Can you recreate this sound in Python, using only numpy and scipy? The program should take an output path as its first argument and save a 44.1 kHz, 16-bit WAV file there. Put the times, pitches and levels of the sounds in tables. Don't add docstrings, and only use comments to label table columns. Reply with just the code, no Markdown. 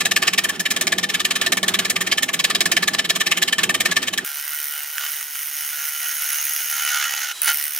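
import sys
import numpy as np
from scipy import signal
from scipy.fft import rfft, irfft
from scipy.io import wavfile
from scipy.ndimage import uniform_filter1d, map_coordinates

SR = 44100
rng = np.random.default_rng(int(sys.argv[2]) if len(sys.argv) > 2 else 0)


def transcribe(signal):
    frames = np.atleast_2d(signal).T
    limited = np.clip(frames, -1, 1)
    pcm = np.round(limited * 32767).astype(np.int16)
    wavfile.write(sys.argv[1], SR, pcm)


N = 343539
TIME = np.arange(N) / SR
GRID_HZ = np.maximum(np.fft.rfftfreq(8192, 1 / SR), 1)
JUMP_S, LIFT_S, RETURN_S = 4.243, 7.325, 7.418
TURN_S, SPEED_UP = 0.10853, 8


def amp(db):
    return 10 ** (np.asarray(db) / 20)


def unit(x):
    return x / np.sqrt(np.mean(x ** 2) + 1e-20)


def in_time(rows):
    seconds, *columns = np.transpose(rows)
    return [np.interp(TIME, seconds, column) for column in columns]


def on_grid(points):
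    hz, value = np.transpose(points)
    return np.interp(np.log(GRID_HZ), np.log(hz), value)


def after(s, fade_s=0.0049):
    return np.clip((TIME - s) / fade_s + .5, 0, 1)


def drift(rate):
    draws = rng.standard_normal(N // 8)
    return unit(np.interp(TIME * rate, np.arange(N // 8), draws))


def white():
    return rng.standard_normal((2, N))


def fibres(rate, rough_db):
    return unit(white() * amp(rough_db * np.clip(drift(rate), -2, 2)))


def causal(x, gain):
    cepstrum = irfft(np.log(np.maximum(gain, 1e-5)))
    half = len(cepstrum) // 2
    cepstrum[1:half] *= 2
    cepstrum[half + 1:] = 0
    response = irfft(np.exp(rfft(cepstrum)))[:half]
    return signal.oaconvolve(np.atleast_2d(x), response[None], axes=-1)[:, :N]


def colour(x, spectrum, peaks=()):
    octaves_above = np.maximum(np.log2(GRID_HZ / spectrum[-1][0]), 0)
    db = on_grid(spectrum) - 30 * octaves_above
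    for hz, width, height in peaks:
        bell = 1 / (1 + (2 * (GRID_HZ - hz) / width) ** 2)
        db = db + 10 * np.log10(1 + (amp(height) ** 2 - 1) * bell)
    return causal(x, unit(amp(db)))


def resonance(hz, width):
    return unit(1 / (1 + (2 * (GRID_HZ - hz) / width) ** 2))


def stereo(pair, likeness, balance):
    alike = np.clip(on_grid(likeness), -.9, .995)
    lean_db = on_grid(balance)
    side = causal(pair[1], np.sqrt((1 - alike) / (1 + alike)))[0]
    left = causal(pair[0] + side, amp(lean_db / 2))
    right = causal(pair[0] - side, amp(-lean_db / 2))
    return np.vstack([left, right])


# time in seconds, lean into the wood from 0 to 1,
# force in dB.
HAND_ON_GOUGE = [(0, 0.54, 2.5), (.115, 0.78, 1), (.3, 0.33, 4.5), (.5, .5, 0.5), (.555, 0, -9),
                 (.605, 0.58, 0.5), (.72, .5, -2), (.82, 1, -1), (.87, 1, -3.5), (.93, 0.66, 1.5),
                 (1.08, 0.28, 0), (1.3, 0.61, 1.5), (1.47, 0.95, -1.5), (1.57, .99, -1.5),
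                 (1.95, 0.53, -0.1), (2.12, 0.44, 4.5), (2.28, 0.36, 0), (2.62, 0.96, -0.5),
                 (2.85, 0.59, 2), (3.05, 0.26, 2), (3.45, 0.36, 3.5), (3.54, 0.88, -1), (3.64, 0.99, -1.5),
                 (3.8, 0.59, 3), (3.97, 0.24, 4.5), (4.08, .12, -4.5), (4.18, .9, -4)]
# first contact in seconds from the start of a turn, level in dB,
# level added at full lean in dB, gouge ring in dB and blank ring in dB relative to the bite.
END_GRAIN_SIDES = [(0.0008, -28, 14.5, -1.5, -13), (0.0504, -20.5, 5, 0, -16)]
LIGHT_RISE_S, FULL_RISE_S, LIGHT_FALL_S, FULL_FALL_S = 0.018, 0.00073, 0.0096, 0.015
SUDDEN_LEAN, LEAN_SPREAD = 0.96, 0.044
CRACK_DB, CRACK_S = 1.5, 0.0017
SPLINTER_SHARE_DB = -7
SPLINTER_LOSS_DB = 0.24
GOUGE_DAMPING_DB = 1.5
BITE_SPREAD_DB, SPLINTER_SPREAD_DB, RING_SPREAD_DB = .5, 2.5, 2


def bite_forces():
    lean_at, force_at = in_time(HAND_ON_GOUGE)
    drives, grip = np.zeros((4, N)), np.zeros(N)
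    for turn_start in np.arange(0, JUMP_S - TURN_S / 2, TURN_S):
        for first_s, db, lean_db, gouge_db, blank_db in END_GRAIN_SIDES:
            s = turn_start + first_s
            chance = rng.standard_normal(size=6).clip(-2, 2)
            start = max(int(s * SR), 0)
            span = slice(start, start + SR // 12)
            lean, force = np.clip(lean_at[start], 0, 1), force_at[start]

            abrupt = np.clip(lean / SUDDEN_LEAN + LEAN_SPREAD * chance[5], 0, 1)
            rise = max(LIGHT_RISE_S + (FULL_RISE_S - LIGHT_RISE_S) * abrupt, 1 / SR)
            fall = LIGHT_FALL_S + (FULL_FALL_S - LIGHT_FALL_S) * lean
            t = TIME[span] - s
            shape = np.clip(t / rise, 0, 1) * np.exp(-(np.maximum(t - rise, 0) / fall) ** 2)
            shape = shape * amp(CRACK_DB * lean * np.exp(-np.abs(t - rise) / CRACK_S))

            level = db + force + lean_db * lean + BITE_SPREAD_DB * chance[0]
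            splinter_db = SPLINTER_SHARE_DB - SPLINTER_LOSS_DB * force + SPLINTER_SPREAD_DB * chance[1]
            shaft_db = gouge_db - GOUGE_DAMPING_DB * lean + RING_SPREAD_DB * chance[2]
            bowl_db = blank_db + RING_SPREAD_DB * chance[3]
            shares = [0, splinter_db, shaft_db, bowl_db]
            drives[:, span] += amp(level) * amp(shares)[:, None] * shape
            grip[span] = chance[4]
    return drives, grip


def grain_colour(x, change_db=2.5):
    for hz in np.geomspace(2200, 6000, 5):
        band = signal.lfilter(*signal.iirpeak(hz, 5, fs=SR), x)
        x = x + band * (amp(change_db * np.clip(drift(18), -2, 2)) - 1)
    return x


def ringing(drive, hz, lag_s, waver, side_angle):
    phase = 2 * np.pi * np.cumsum(hz * (1 + waver * drift(400))) / SR
    swing = np.interp(TIME - lag_s, TIME, drive) * amp(4.0 * drift(300))
    return np.sqrt(2) * swing * np.array([np.sin(phase), np.sin(phase + side_angle)])


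# frequency in Hz, relative level in dB.
TEARING_SPECTRUM = [(100, -26.5), (250, -20.5), (480, -16.5), (680, -4), (950, -20), (1450, -11),
                    (2200, -0.5), (3400, -0.5), (4800, -5.5), (6000, -9), (8000, -9)]
# frequency in Hz, width in Hz, height in dB.
TEARING_RESONANCES = [(2285, 310, 3.4), (2720, 46, 0.6), (3110, 106, 7.4), (3915, 190, 5.3),
                      (5380, 220, 6.1)]
# frequency in Hz, relative level in dB.
SPLINTER_SPECTRUM = [(1500, -61), (3500, -44), (6000, 0), (7500, 1.5), (9000, -2), (12500, -2.5),
                     (15800, -11.5)]
GOUGE_HZ, BLANK_HZ = 1768, 1171
CHIPS_PER_S, CHIP_DB = 260, 2


def bites(tear_db=1.0, splinter_db=1.5, gouge_db=-5.0, blank_db=-2.0):
    (tear, splinter, gouge, blank), grip = bite_forces()
    tear = tear * amp(CHIP_DB * np.clip(drift(CHIPS_PER_S), -1.5, 1.2))
    torn = colour(fibres(rate=1400, rough_db=2.5) * tear, TEARING_SPECTRUM, TEARING_RESONANCES)
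    wood = amp(tear_db) * grain_colour(torn)
    thrown = fibres(rate=2000, rough_db=3.5) * splinter
    chips = amp(splinter_db) * colour(thrown, SPLINTER_SPECTRUM, [(7900, 17, 4.1)])
    shaft = ringing(gouge, GOUGE_HZ * (1 + 0.0117 * grip), lag_s=0.0033, waver=0.0189, side_angle=-0.87)
    bowl = ringing(blank, BLANK_HZ * (1 + 0.01524 * grip), lag_s=0.0027, waver=0.0345, side_angle=-1.64)
    return wood + chips + amp(gouge_db) * shaft + amp(blank_db) * bowl


def workshop(x, t60=0.16, wet_db=-15):
    t = TIME[:SR // 3]
    tail = rng.standard_normal((2, len(t))) * amp(-60 * t / t60) * (t > .004)
    tail /= np.sqrt(np.sum(tail ** 2, axis=1, keepdims=True))
    return x + amp(wet_db) * signal.oaconvolve(x, tail, axes=-1)[:, :N]


# frequency in Hz, relative level in dB.
FRAME_SPECTRUM = [(30, -41), (62, -31), (92, -4), (125, -10.5), (185, 3), (290, -3), (420, -2),
                  (560, -15.5), (800, -9), (1100, -21)]
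# frequency in Hz, width in Hz, height in dB.
FRAME_MODES = [(177.4, 26, 7.3), (260.6, 6.8, 7.7), (328, 16, 4), (372, 21.6, 8.7), (489, 15, 9.5),
               (631, 34, 11.7), (814, 5.6, 13)]
# frequency in Hz, relative level in dB.
SLIDE_SPECTRUM = [(500, -17.5), (1200, 4), (1800, 3), (3300, 3), (5000, -6.5), (8000, -11), (15800, -16)]
SHAKE_DB, SHAKE_LEAN_DB, SHAKE_LAG_S = -40.5, 7, 0.11


def lathe(slide_db=-38.5):
    lean, _ = in_time(HAND_ON_GOUGE)
    load = np.interp(TIME - SHAKE_LAG_S, TIME, lean)
    rumble = amp(SHAKE_DB + SHAKE_LEAN_DB * load) * colour(white(), FRAME_SPECTRUM, FRAME_MODES)
    slide = amp(slide_db + 3.4 * drift(24.13)) * colour(white(), SLIDE_SPECTRUM)
    return rumble + slide


def surface(turns, memory, size=600):
    fresh = rng.standard_normal((size + size // 2, size))
    relief = signal.lfilter([1], [1, -memory], fresh, axis=0)
    return unit(map_coordinates(relief.ravel(), [turns * size], order=3, mode="wrap"))


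def pulses(turns, pulsing, second, sharpness):
    swing = np.cos(2 * np.pi * turns)
    lobes = np.exp(sharpness * (swing - 1)) + second * np.exp(-sharpness * (swing + 1))
    pulsing = np.clip(pulsing, 0, .98)
    force = 1 - pulsing + pulsing * lobes
    steady = force / np.sqrt(uniform_filter1d(force ** 2, size=3000))
    return steady * amp(1.2 * np.clip(drift(150), -2, 1.6))


# time in seconds, rubbing in dB, shaving hiss in dB, before the surges.
FAST_LEVELS = [(4.25, -35.5, -31.5), (4.65, -37.5, -29), (4.92, -37.5, -32), (5.0, -32.5, -31),
               (5.14, -37, -28), (5.29, -40.5, -34.5), (5.35, -41.5, -30.6), (5.5, -41, -30),
               (5.6, -37, -28.5), (5.9, -35, -28.1), (6.3, -34, -25.5), (6.65, -35.5, -26.5),
               (6.8, -31, -27), (7.05, -27, -30.5), (7.15, -30.7, -29.5), (7.3, -28.5, -33),
               (7.43, -29.5, -26), (7.485, -23, -27.5), (7.54, -35, -23), (7.72, -39, -27.5),
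               (7.78, -37, -27.5)]
# time in seconds, depth of cut from 0 to 1, strength of the second bite from 0 to 1.
CUT_DEPTH = [(4.25, .12, 0.55), (4.85, 0.19, 0.6), (5.05, 0.56, 0.75), (5.8, 0.78, 0.53), (6.4, 1, 0.3),
             (7.3, 0.94, 0.01), (7.42, 0.06, 0.75), (7.78, 0.62, 0.1)]
# frequency in Hz, relative level in dB.
RUB_SPECTRUM = [(60, -31.5), (250, -35.5), (500, -30.5), (780, -7), (1020, -14), (1550, 1.5), (2300, -2),
                (3200, -4.5), (3600, -4.5), (4600, -6), (5600, -3.5), (6300, -1.5), (7200, -8.5),
                (11000, -33)]
# frequency in Hz, width in Hz, height in dB.
RUB_RESONANCES = [(1307, 65, 2.5), (1908, 24, 6.9), (2170, 71, 4.4), (2864, 100, 7.2), (3008, 51, 12.2)]
# frequency in Hz, width in Hz, relative level in dB.
FRAME_DRONE_MODES = [(1398, 45, 0), (1460, 45, 1)]
# frequency in Hz, relative level in dB.
SHAVING_SPECTRUM = [(600, -51), (2000, 3), (4500, -10), (5700, 4), (7000, -22), (8150, -7.5), (8650, -0.5),
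                    (11400, -7.5), (13100, -7), (15800, -2)]
# frequency in Hz, width in Hz, height in dB.
LIGHT_CUT_RESONANCES = [(9530, 1500, 8.7), (10300, 440, 3.6), (12000, 220, 11), (13900, 930, 18.6)]
# frequency in Hz, width in Hz, height in dB.
DEEP_CUT_RESONANCES = [(10560, 350, 13.1), (12250, 300, 16.5), (13900, 190, 10.3), (14880, 330, 9.8)]
FAST_SAG, DEEP_SMOOTHING = .006, 0.41
WOBBLE = .0014
RING_HZ, RING_WIDTH_HZ, RING_DEPTH_DB = 6520, 160, 15.5
DRONE_AT_DB, DRONE_GROWTH = -31, 1.37
DRONE_REPEAT = .55


def fast_cut(shave_db=0.0, ring_db=-49.0, drone_db=-36.5, rub_surge_db=0.9, shave_surge_db=.5):
    rubbing, shaving = in_time(FAST_LEVELS)
    surge = drift(18)
    rubbing, shaving = rubbing + rub_surge_db * surge, shaving + shave_surge_db * surge
    depth, second = np.clip(in_time(CUT_DEPTH), 0, 1)
    pulsing = 1 - DEEP_SMOOTHING * depth
    turns = np.cumsum(SPEED_UP / TURN_S * (1 - FAST_SAG * depth + WOBBLE * drift(40))) / SR
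    contact = after(JUMP_S) - after(LIFT_S, fade_s=0.0076) + after(RETURN_S)

    push = contact * pulses(turns, pulsing, second, sharpness=1.07)
    relief = np.array([surface(turns, memory=.76), rng.standard_normal(N)])
    rub = colour(relief * push * amp(rubbing + 2.4 * drift(700)), RUB_SPECTRUM, RUB_RESONANCES)
    ring_drive = white() * push * amp(ring_db + RING_DEPTH_DB * depth ** 2)
    ring = causal(ring_drive, resonance(RING_HZ, RING_WIDTH_HZ))

    frame = unit(sum(amp(db) * resonance(hz, width) for hz, width, db in FRAME_DRONE_MODES))
    uneven = np.sqrt(DRONE_REPEAT) * relief + np.sqrt(1 - DRONE_REPEAT) * white()
    drone_level = amp(drone_db + DRONE_GROWTH * (rubbing - DRONE_AT_DB))
    drone = causal(uneven * contact * drone_level, frame)

    peel = contact * pulses(turns, pulsing, second, sharpness=3.2) * amp(shaving + shave_db)
    light_peel = fibres(rate=6500, rough_db=2.0) * peel * np.sqrt(1 - depth)
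    deep_peel = fibres(rate=3100, rough_db=3.0) * peel * np.sqrt(depth)
    light = colour(light_peel, SHAVING_SPECTRUM, LIGHT_CUT_RESONANCES)
    deep = colour(deep_peel, SHAVING_SPECTRUM, DEEP_CUT_RESONANCES)
    return rub + ring + drone + light + deep


# time in seconds, level in dB.
RUNNING_LEVEL = [(4.25, -41.5), (7.3, -44.5), (7.36, -35), (7.45, -37), (7.79, -44)]
# frequency in Hz, relative level in dB.
MOTOR_SPECTRUM = [(30, -7), (250, -12.5), (450, -5.5), (800, 2), (1400, 9.5), (2400, 8), (5800, 8),
                  (9800, 4.5), (11500, 6), (15800, -3)]
# frequency in Hz, width in Hz, height in dB.
MOTOR_WHINES = [(369, 6.3, 15), (3140, 64, 9.7), (8000, 60, 5.4), (9240, 54, 12)]
WHINE_HZ = 3924


def motor(whine_db=-6.5, loaded_db=-13, waver_hz=12):
    level, = in_time(RUNNING_LEVEL)
    free = after(LIFT_S) - after(RETURN_S, fade_s=0.025)
    phase = 2 * np.pi * np.cumsum(WHINE_HZ + waver_hz * drift(120)) / SR
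    whine = np.sqrt(2) * np.sin(phase) * amp(whine_db + loaded_db * (1 - free))
    hiss = colour(white(), MOTOR_SPECTRUM, MOTOR_WHINES)
    return amp(level) * (hiss + whine * np.array([[1], [0]]))


# start in seconds, crack in dB,
# frame knock in dB, before trims.
EDGE_KNOCKS = [(4.9812, -29, -12.5), (5.21, -30, -21), (5.228, -26, -23), (5.355, -27, -21),
               (6.85, -18, -21), (7.025, -33, -18), (7.042, -28, -17), (7.138, -30, -11),
               (7.418, -17, -22.5), (7.479, -18, -9.5)]
# frequency in Hz, relative level in dB.
CRACK_SPECTRUM = [(400, -47), (3000, -22), (5500, -30), (7500, -24), (9600, 16.5), (11500, 1), (14000, 0),
                  (15800, 12.5)]
# frequency in Hz, relative level in dB.
FRAME_KNOCK_SPECTRUM = [(60, -25), (300, -26.5), (750, -6.5), (1050, -6), (1600, 5), (3000, -2.5),
                        (4500, -9), (6200, 0), (8000, -8.5), (12000, -10)]
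# frequency in Hz, width in Hz, height in dB.
FRAME_KNOCK_MODES = [(1390, 80, 2), (2620, 59, 13)]


def knocks(top_db=6.5, body_db=2.0, decay_s=.0012):
    top, body = np.zeros((2, N))
    t = TIME[:SR // 50]
    burst = np.exp(-t / decay_s) * np.minimum(t / 0.00024, 1)
    for s, crack_db, frame_db in EDGE_KNOCKS + bounces():
        span = slice(int(s * SR), int(s * SR) + len(t))
        top[span] += burst * amp(crack_db + top_db)
        body[span] += burst * amp(frame_db + body_db)
    crack = colour(white() * top, CRACK_SPECTRUM)
    return crack + colour(white() * body, FRAME_KNOCK_SPECTRUM, FRAME_KNOCK_MODES)


BOUNCE_CRACK_DB, FIRST_BOUNCE_FRAME_DB, LAST_BOUNCE_FRAME_DB = -13, -27, -21


def bounces(count=7):
    frame_db = np.linspace(FIRST_BOUNCE_FRAME_DB, LAST_BOUNCE_FRAME_DB, count)
    return [(RETURN_S + k * TURN_S / SPEED_UP, BOUNCE_CRACK_DB, frame_db[k]) for k in range(count)]


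# frequency in Hz, likeness from -1 to 1.
NATURAL_LIKENESS = [(100, 1), (300, .94), (640, 0.9), (1400, 0.16), (3000, 1), (5500, 0.5), (15000, .5)]
# frequency in Hz, left over right in dB.
NATURAL_BALANCE = [(200, -3.5), (700, -3), (1150, -4.5), (2000, -1.5), (8000, 0.5), (15000, -3)]
# frequency in Hz, likeness from -1 to 1.
RUSH_LIKENESS = [(100, 0.61), (640, 1), (3000, 1), (6800, 0.74), (10000, 0.57), (15000, 0.2)]
# frequency in Hz, left over right in dB.
RUSH_BALANCE = [(300, -0.5), (1300, -5), (2400, -2), (4400, -1.5), (15000, -2)]


def scene():
    left, right = stereo(workshop(bites()) + lathe(), NATURAL_LIKENESS, NATURAL_BALANCE)
    natural = np.array([left, np.roll(right, 2)])
    rushed = stereo(fast_cut() + knocks() + motor(), RUSH_LIKENESS, RUSH_BALANCE)
    return natural * (1 - after(JUMP_S)) + rushed * after(JUMP_S)


CUTOFF_HZ = 15800


def record(dry):
    low_pass = signal.firwin(601, CUTOFF_HZ, fs=SR, window=("kaiser", 9))
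    return signal.oaconvolve(np.clip(dry, -1, 1), low_pass[None], mode="same", axes=-1)


dry = scene()
out = record(dry)
transcribe(out)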